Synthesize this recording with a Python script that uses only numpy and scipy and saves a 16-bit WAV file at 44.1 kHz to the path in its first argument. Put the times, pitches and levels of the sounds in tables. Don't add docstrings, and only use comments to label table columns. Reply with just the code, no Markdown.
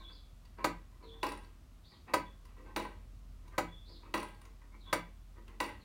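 import sys
import numpy as np
from scipy import signal
from scipy.fft import rfft, irfft
from scipy.io import wavfile

SR = 44100
rng = np.random.default_rng(int(sys.argv[2]) if len(sys.argv) > 2 else 0)


def master(y):
    cut = np.clip(np.atleast_2d(y).T, -1, 1)
    pcm = np.round(cut * 32767)
    wavfile.write(sys.argv[1], SR, pcm.astype(np.int16))


N = 257544
TIME = np.arange(N) / SR
SIZE = 32768
HZ = np.maximum(np.arange(SIZE // 2 + 1) * SR / SIZE, 1)


def from_db(db):
    return 10 ** (np.asarray(db) / 20)


def unit_rms(x):
    return x / np.sqrt(np.mean(x ** 2) + 1e-20)


def at_hz(rows, hz, column=1):
    rows = np.array(rows)
    return np.interp(np.log(hz), np.log(rows[:, 0]), rows[:, column])


def in_time(rows):
    return np.interp(TIME, *np.transpose(rows))


def hump(centre_hz, octaves):
    return np.exp(-.5 * (np.log2(HZ / centre_hz) / octaves) ** 2)


def causal(db):
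    cepstrum = irfft(np.log(from_db(db)))
    cepstrum[1:SIZE // 2] *= 2
    cepstrum[SIZE // 2 + 1:] = 0
    return irfft(np.exp(rfft(cepstrum)))


def through(x, response):
    return signal.fftconvolve(x, response)[:len(x)]


def band(x, low_hz, high_hz):
    return signal.sosfilt(signal.butter(2, [low_hz, high_hz], "band", fs=SR, output="sos"), x)


def drift(rate_hz):
    return unit_rms(np.interp(TIME * rate_hz, np.arange(N // 4), rng.standard_normal(N // 4)))


def add(out, s, sound):
    start = max(round(s * SR), 0)
    out[start:start + len(sound)] += sound[:max(N - start, 0)]


# t/s, level/dB
HUM_LEVEL = [(0.0, -51), (0.03, -54), (0.45, -56.5), (0.75, -51), (0.96, -57), (1.41, -51.5), (1.66, -62),
             (1.74, -54), (1.97, -72), (2.03, -57), (2.08, -76), (2.2, -54.5), (3.32, -51), (4.02, -55),
             (5.56, -52.5), (5.71, -57), (5.84, -58)]
RUMBLE_LEVEL = [(0, -59.5), (1.9, -60.5), (3.0, -56.5), (5.0, -62), (5.84, -59)]
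# f/Hz, relative level/dB
RUMBLE_SPECTRUM = [(20, -24.5), (40, -13.5), (62, 0), (90, -2), (130, -12.5), (200, -18), (300, -26),
                   (600, -30.5), (1500, -77)]
HISS_SPECTRUM = [(150, -11), (250, -5), (510, -28), (629, -14), (860, -19), (1060, -15.5), (1260, -17),
                 (1670, -22.5), (2130, -22.5), (3910, -24.5), (16000, -34)]

def room_tone(hum_hz=43.3, waver_hz=1.2, hiss_db=-68.5):
    phase = 2 * np.pi * np.cumsum(hum_hz + waver_hz * drift(14)) / SR
    hum = np.sqrt(2) * from_db(in_time(HUM_LEVEL)) * np.sin(phase)
    rumble, hiss = (unit_rms(through(rng.standard_normal(N), causal(at_hz(spectrum, HZ))))
                    for spectrum in (RUMBLE_SPECTRUM, HISS_SPECTRUM))
    return hum + from_db(in_time(RUMBLE_LEVEL)) * rumble + from_db(hiss_db) * hiss


# f/Hz, base t60/s, relative level/dB
ROOM_TAIL = [(151, 0.48, 4.5), (402, 0.44, 2), (1120, 0.35, -3), (2520, 0.46, 0), (4470, 0.32, -4),
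             (9250, 0.23, -1), (16000, 0.29, -7.5)]

def in_room(x, wet_db, linger, build_s=.0054):
    t, tail = TIME[:SIZE], 0
    swell = 1 - np.exp(-(t / build_s) ** 2)
    edges = np.geomspace(100, 18000, 24)
    for low, high in zip(edges, edges[1:]):
        hz, inside = np.sqrt(low * high), (HZ >= low) & (HZ < high)
        noise = irfft(rfft(rng.standard_normal(SIZE)) * inside)
        decay = from_db(-60 * t / (linger * at_hz(ROOM_TAIL, hz)))
        gain = np.sqrt(inside.mean() / SIZE) * from_db(at_hz(ROOM_TAIL, hz, column=2))
        tail = tail + gain * unit_rms(noise * decay * swell)
    wet = from_db(wet_db)
    return (x + wet * through(x, tail)) / np.sqrt(1 + wet ** 2)


def squeaks(rows, pitch_hz, jitter_hz, level_db, apart_s, strands, flutter_db=3, edge_s=.0017):
    out, arc = np.zeros(N), np.polyfit([0, .5, 1], pitch_hz, 2)
    for strand in range(strands):
        jitter, flutter = drift(600), from_db(level_db + flutter_db * drift(90))
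        for s, length, db in rows:
            since = TIME - s - strand * apart_s
            on = (since >= 0) & (since < length)
            t = since[on]
            hz = np.polyval(arc, t / length) + jitter_hz * jitter[on]
            swell = np.clip(np.minimum(t, length - t) / edge_s, 0, 1)
            tone = np.sqrt(2) * np.sin(2 * np.pi * np.cumsum(hz) / SR)
            out[on] += from_db(db) * swell * flutter[on] * tone
    return out


# t/s, relative level/dB
FALLING_RASPS = [(-.025, -64), (1.027, -65), (4.796, -68), (5.80, -68.5)]
ARCHING_RASPS = [(0.076, -62.5), (1.838, -62), (3.852, -59)]
# t/s, length/s, relative level/dB
HELD_WHISTLES = [(.04, 0.066, -60.5), (1.09, .06, -59), (1.16, 0.12, -63), (2.26, 0.019, -62.5),
                 (3.685, 0.108, -61.5), (4.86, 0.044, -58.5)]

def dry_bearing(fall_s=.079, arch_s=.108):
    falls = [(s, fall_s, db) for s, db in FALLING_RASPS]
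    arches = [(s, arch_s, db) for s, db in ARCHING_RASPS]
    return (squeaks(falls, (4370, 3730, 3496), jitter_hz=199, level_db=-3, apart_s=.007, strands=3)
            + squeaks(arches, (3600, 4730, 3260), jitter_hz=221, level_db=-7, apart_s=.008, strands=4)
            + squeaks(HELD_WHISTLES, (3410, 3430, 3460), jitter_hz=31.8, level_db=-.5,
                      apart_s=.0078, strands=2))


# f/Hz, gain at the entry pallet/dB, gain at the exit pallet/dB
BLOW_SPECTRUM = [(41, -15, -41), (103, 5.5, 7.5), (145, -5.5, -13), (291, -2.4, 9.5), (610, 11, 8.5),
                 (1030, 9.5, 11), (1940, -7, -13), (3480, -5, -9), (4680, -8, -13), (8350, -13.5, -20),
                 (11800, -13, -20.5), (16100, -15, -18.5)]
# f/Hz, width/Hz, peak struck at entry/dB, peak struck at exit/dB
FRAME_MODES = [(172, 8, 18.0, 11.5), (209, 8, 11.3, 12.2), (289, 20, 14.5, 5), (333, 21, 7.4, 7.5),
               (455, 12, 6.2, 4.5), (534, 24, 12, 4), (599, 19, 4.1, 5.6), (710, 57, -3.7, -12.7),
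               (839, 30, 6.2, 10.6), (984, 23, 15, 13), (1063, 45, 6, 11), (1254, 60, 12.1, 3.0),
               (1372, 24, 3.3, 5.5), (1560, 60, 12.5, 13.4), (1772, 33, 6.3, 5.5), (1911, 59, 12.4, 13.8),
               (2032, 109, 11.5, 14.5), (2276, 79, 14.8, 11.2), (2593, 133, 6.4, 11.7),
               (2832, 145, 4.8, 9.9), (3906, 189, 5.7, 8.7), (4559, 223, 7.9, 12.0), (5866, 156, 6.6, 6.5),
               (7117, 341, 6.5, 6.2), (8811, 220, 10.0, 11.8), (9611, 153, 6.9, 8.4),
               (10309, 105, 3.3, 6.6), (10967, 103, 5.5, 6.9), (15484, 167, 8.3, 8.7)]

def frame_db(pallet):
    db = at_hz(BLOW_SPECTRUM, HZ, column=pallet)
    for hz, width_hz, *peaks_db in FRAME_MODES:
        detune = ((hz ** 2 - HZ ** 2) / (width_hz * HZ)) ** 2
        db = db + 10 * np.log10((detune + from_db(peaks_db[pallet - 1]) ** 2) / (detune + 1))
    return db


def tooth_db(vary_db=2, points=60):
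    log_hz = np.linspace(np.log(200), np.log(16000), points)
    return vary_db * np.interp(np.log(HZ), log_hz, rng.standard_normal(points))


def scatter(spread_s, echo=.62, count=7):
    paths = np.geomspace(1, 10, count) * rng.uniform(.8, 1.2, count)
    lags = np.round(paths / paths.sum() * spread_s * SR)
    delay = np.exp(-2j * np.pi * np.outer(lags, HZ) / SR)
    return irfft(np.prod((delay - echo) / (1 - echo * delay), axis=0))


def tooth_strokes(beats, catch, slide, slide_lead_s):
    out = []
    for s, *_, catch_lead_s, catch_db, slide_db in (row[:8] for row in beats):
        out += [(s - catch_lead_s, catch_db, *catch), (s - slide_lead_s, slide_db, *slide)]
    return out


# t/s, level/dB
LINK_RUBS = [(.008, -57), (.10, -60.5), (.934, -66.5), (1.445, -63), (2.506, -65), (4.441, -61),
             (4.63, -63.5), (5.495, -61)]

def rubbing(colour_db, grain_db=4, resonant=.99, lean=.18, link_half_s=.017, link_groan_db=-4):
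    out, t = np.zeros(N), TIME[:SIZE // 2]
    strokes = (tooth_strokes(ENTRY_BEATS, catch=(.014, -4), slide=(.015, -4), slide_lead_s=.045)
               + tooth_strokes(EXIT_BEATS, catch=(.016, 1.8), slide=(.029, -2), slide_lead_s=.083)
               + [(s, db, link_half_s, link_groan_db) for s, db in LINK_RUBS])
    for s, db, half_s, groan_db in strokes:
        start = max(s - 3 * half_s, 0)
        along = (start + t - s) / half_s
        swell = np.exp(-.5 * np.minimum(np.abs(along) / (1 + lean * np.sign(along)), 10) ** 2)
        noise = rng.standard_normal(len(t))
        grains = from_db(grain_db * np.repeat(rng.standard_normal(len(t) // 128), 128))
        frame = causal(resonant * colour_db + tooth_db(vary_db=5, points=140))
        friction = through(noise * grains * swell, frame)
        groan = from_db(groan_db) * unit_rms(band(friction, 199, 417))
        scrape = unit_rms(band(friction, 770, 2820))
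        add(out, start, from_db(db) * (groan + scrape) * np.sqrt(np.mean(swell ** 2)))
    return out


# f/Hz, base level/dB, t60/s
WHEEL_MODES = [(210, -52, .7), (840, -52, .5), (985, -56, .45), (1085, -56, .6), (1270, -59, .6),
               (1604, -58, .7), (1780, -62, .55), (1915, -58, .55), (2030, -61, .45), (2202, -65, .5),
               (2326, -62, .5), (2541, -67, .45), (3025, -63, .55), (3251, -67, .55), (3451, -63, .65),
               (3875, -63, .5), (4301, -67, .55), (5690, -66, .35), (7305, -74, .5), (7940, -69, .55),
               (8489, -69, .45), (8812, -64, .3), (9017, -65, .3), (9437, -67, .3), (10088, -68, .45),
               (10346, -64, .3), (10739, -69, .4)]

def wheel_ring(vary_db=7, damping_db=7.5):
    hz, db, t60 = np.transpose(WHEEL_MODES)[:, :, None]
    t = TIME[:SIZE // 2]
    struck_db = db + vary_db * rng.random(db.shape) - damping_db * (hz / hz.max()) ** 2
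    phase = 2 * np.pi * (hz * t + rng.random(db.shape))
    ring = np.sum(from_db(struck_db - 60 * t / t60) * np.sin(phase), axis=0)
    fade = 1 - (t / t[-1]) ** 8
    return np.pad(ring * fade, (0, SIZE // 2))


# delay/s, relative level/dB, brightest f/Hz
WHEEL_REBOUNDS = [(0.035, -6.5, 5600), (0.058, -8.5, 9800), (.088, -6.5, 9700), (.143, -15, 9500),
                  (0.204, -20, 9530)]
# t/s, relative level/dB, brightest f/Hz
LINK_CLICKS = [(0.451, -29, 4800), (1.444, -31, 4500), (2.4511, -26, 5660), (3.478, -24.5, 5950),
               (4.4140, -23, 9200), (4.4514, -22.5, 6200), (5.478, -25, 3040)]

def rebounds_and_clicks(colour_db, thin_hz=4500, bright_db=9, level_db=-2):
    rebounds = [(s + delay, db - loss * delay, hz)
                for s, *_, loss in EXIT_BEATS for delay, db, hz in WHEEL_REBOUNDS]
    out = np.zeros(N)
    for s, db, hz in rebounds + LINK_CLICKS:
        click_db = colour_db + level_db + bright_db * hump(hz, octaves=.18)
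        click = causal(click_db + tooth_db(vary_db=5, points=140))
        add(out, s, from_db(db) * through(click + wheel_ring(), scatter(spread_s=.004)))
    return signal.sosfilt(signal.butter(1, thin_hz, "high", fs=SR, output="sos"), out)


def after_knock(beats, colour_db, delay_s, level_db, band_hz, spread_s=.006):
    out = np.zeros(N)
    for s, db, *_ in beats:
        knock = causal(colour_db + db + level_db + tooth_db())
        add(out, s + delay_s, through(knock, scatter(spread_s)))
    return band(out, *band_hz)


# t/s, level/dB, knock/dB, treble/dB, wheel ring/dB, lead of the catch/s, catch/dB, last slide/dB
ENTRY_BEATS = [(.6428, 0.5, -1.5, -1, -11, 0.21, -78, -44.5), (2.1362, 0, 1.5, 2, -6, 0.21, -61, -47.5),
               (3.5797, -0.7, 0.5, -0.5, -10, .125, -63.5, -54.5),
               (4.9274, -1, -2, 2.5, -10.5, 0.19, -58, -55)]
# the same columns, then decay of the rebounds/(dB per s)
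EXIT_BEATS = [(1.2295, -3, -4.5, 1.7, 1.5, .202, -55, -63, 55),
              (2.7615, -4, -8, 5.6, 2.5, .176, -58.5, -56.5, 180),
              (4.1396, -3, -3.5, 3.5, 5, .24, -60, -57, 60),
              (5.6018, -5, -3, 7.8, -1, 0.23, -59.5, -64, 152)]

def escapement(beats, colour_db, thud_db, spread_s, crack_db, crack_hz, wet_db, linger):
    blows, ringing = np.zeros((2, N))
    thud, knock = hump(250, octaves=.46), hump(930, octaves=.22)
    treble = HZ ** 2 / (HZ ** 2 + 2500 ** 2)
    crack_share = np.clip(from_db(crack_db) * hump(crack_hz, octaves=1.14), .01, .95)
    for s, db, knock_db, treble_db, ring_db, *_ in beats:
        gain_db = colour_db + db + thud_db * thud + knock_db * knock + treble_db * treble + tooth_db()
        crack = through(causal(gain_db + 20 * np.log10(crack_share)), scatter(spread_s=.0025))
        body = through(causal(gain_db + 10 * np.log10(1 - crack_share ** 2)), scatter(spread_s))
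        add(blows, s, crack + body)
        add(ringing, s, from_db(db + ring_db) * wheel_ring())
    return in_room(blows, wet_db, linger) + ringing


def scene():
    entry_db, exit_db = frame_db(pallet=1), frame_db(pallet=2)
    ticks = escapement(ENTRY_BEATS, entry_db, thud_db=1, spread_s=.0068,
                       crack_db=-4, crack_hz=3030, wet_db=-3.5, linger=.67)
    tocks = escapement(EXIT_BEATS, exit_db, thud_db=-1, spread_s=.009,
                       crack_db=.5, crack_hz=4070, wet_db=-1.5, linger=.94)
    thumps = after_knock(ENTRY_BEATS, entry_db, delay_s=.026, level_db=0, band_hz=(241, 418))
    thumps += after_knock(EXIT_BEATS, exit_db, delay_s=.005, level_db=-1, band_hz=(275, 425),
                          spread_s=.0031)
    knocks = after_knock(EXIT_BEATS, exit_db, delay_s=.032, level_db=-8.5, band_hz=(247, 880))
    knocks += after_knock(EXIT_BEATS, exit_db, delay_s=.086, level_db=-14.5, band_hz=(710, 2720))
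    rattle = in_room(rebounds_and_clicks(exit_db) + knocks, wet_db=-1.5, linger=1)
    sliding = in_room(rubbing((entry_db + exit_db) / 2), wet_db=-1.5, linger=.87)
    squeaking = in_room(dry_bearing(), wet_db=2, linger=1.36)
    return (room_tone() + squeaking + sliding + rattle + thumps + tocks + ticks)[None]


def record(dry, cutoff_hz=15900):
    return signal.sosfilt(signal.ellip(10, .1, 70, cutoff_hz, fs=SR, output="sos"), dry)


dry = scene()
out = record(dry)
master(out)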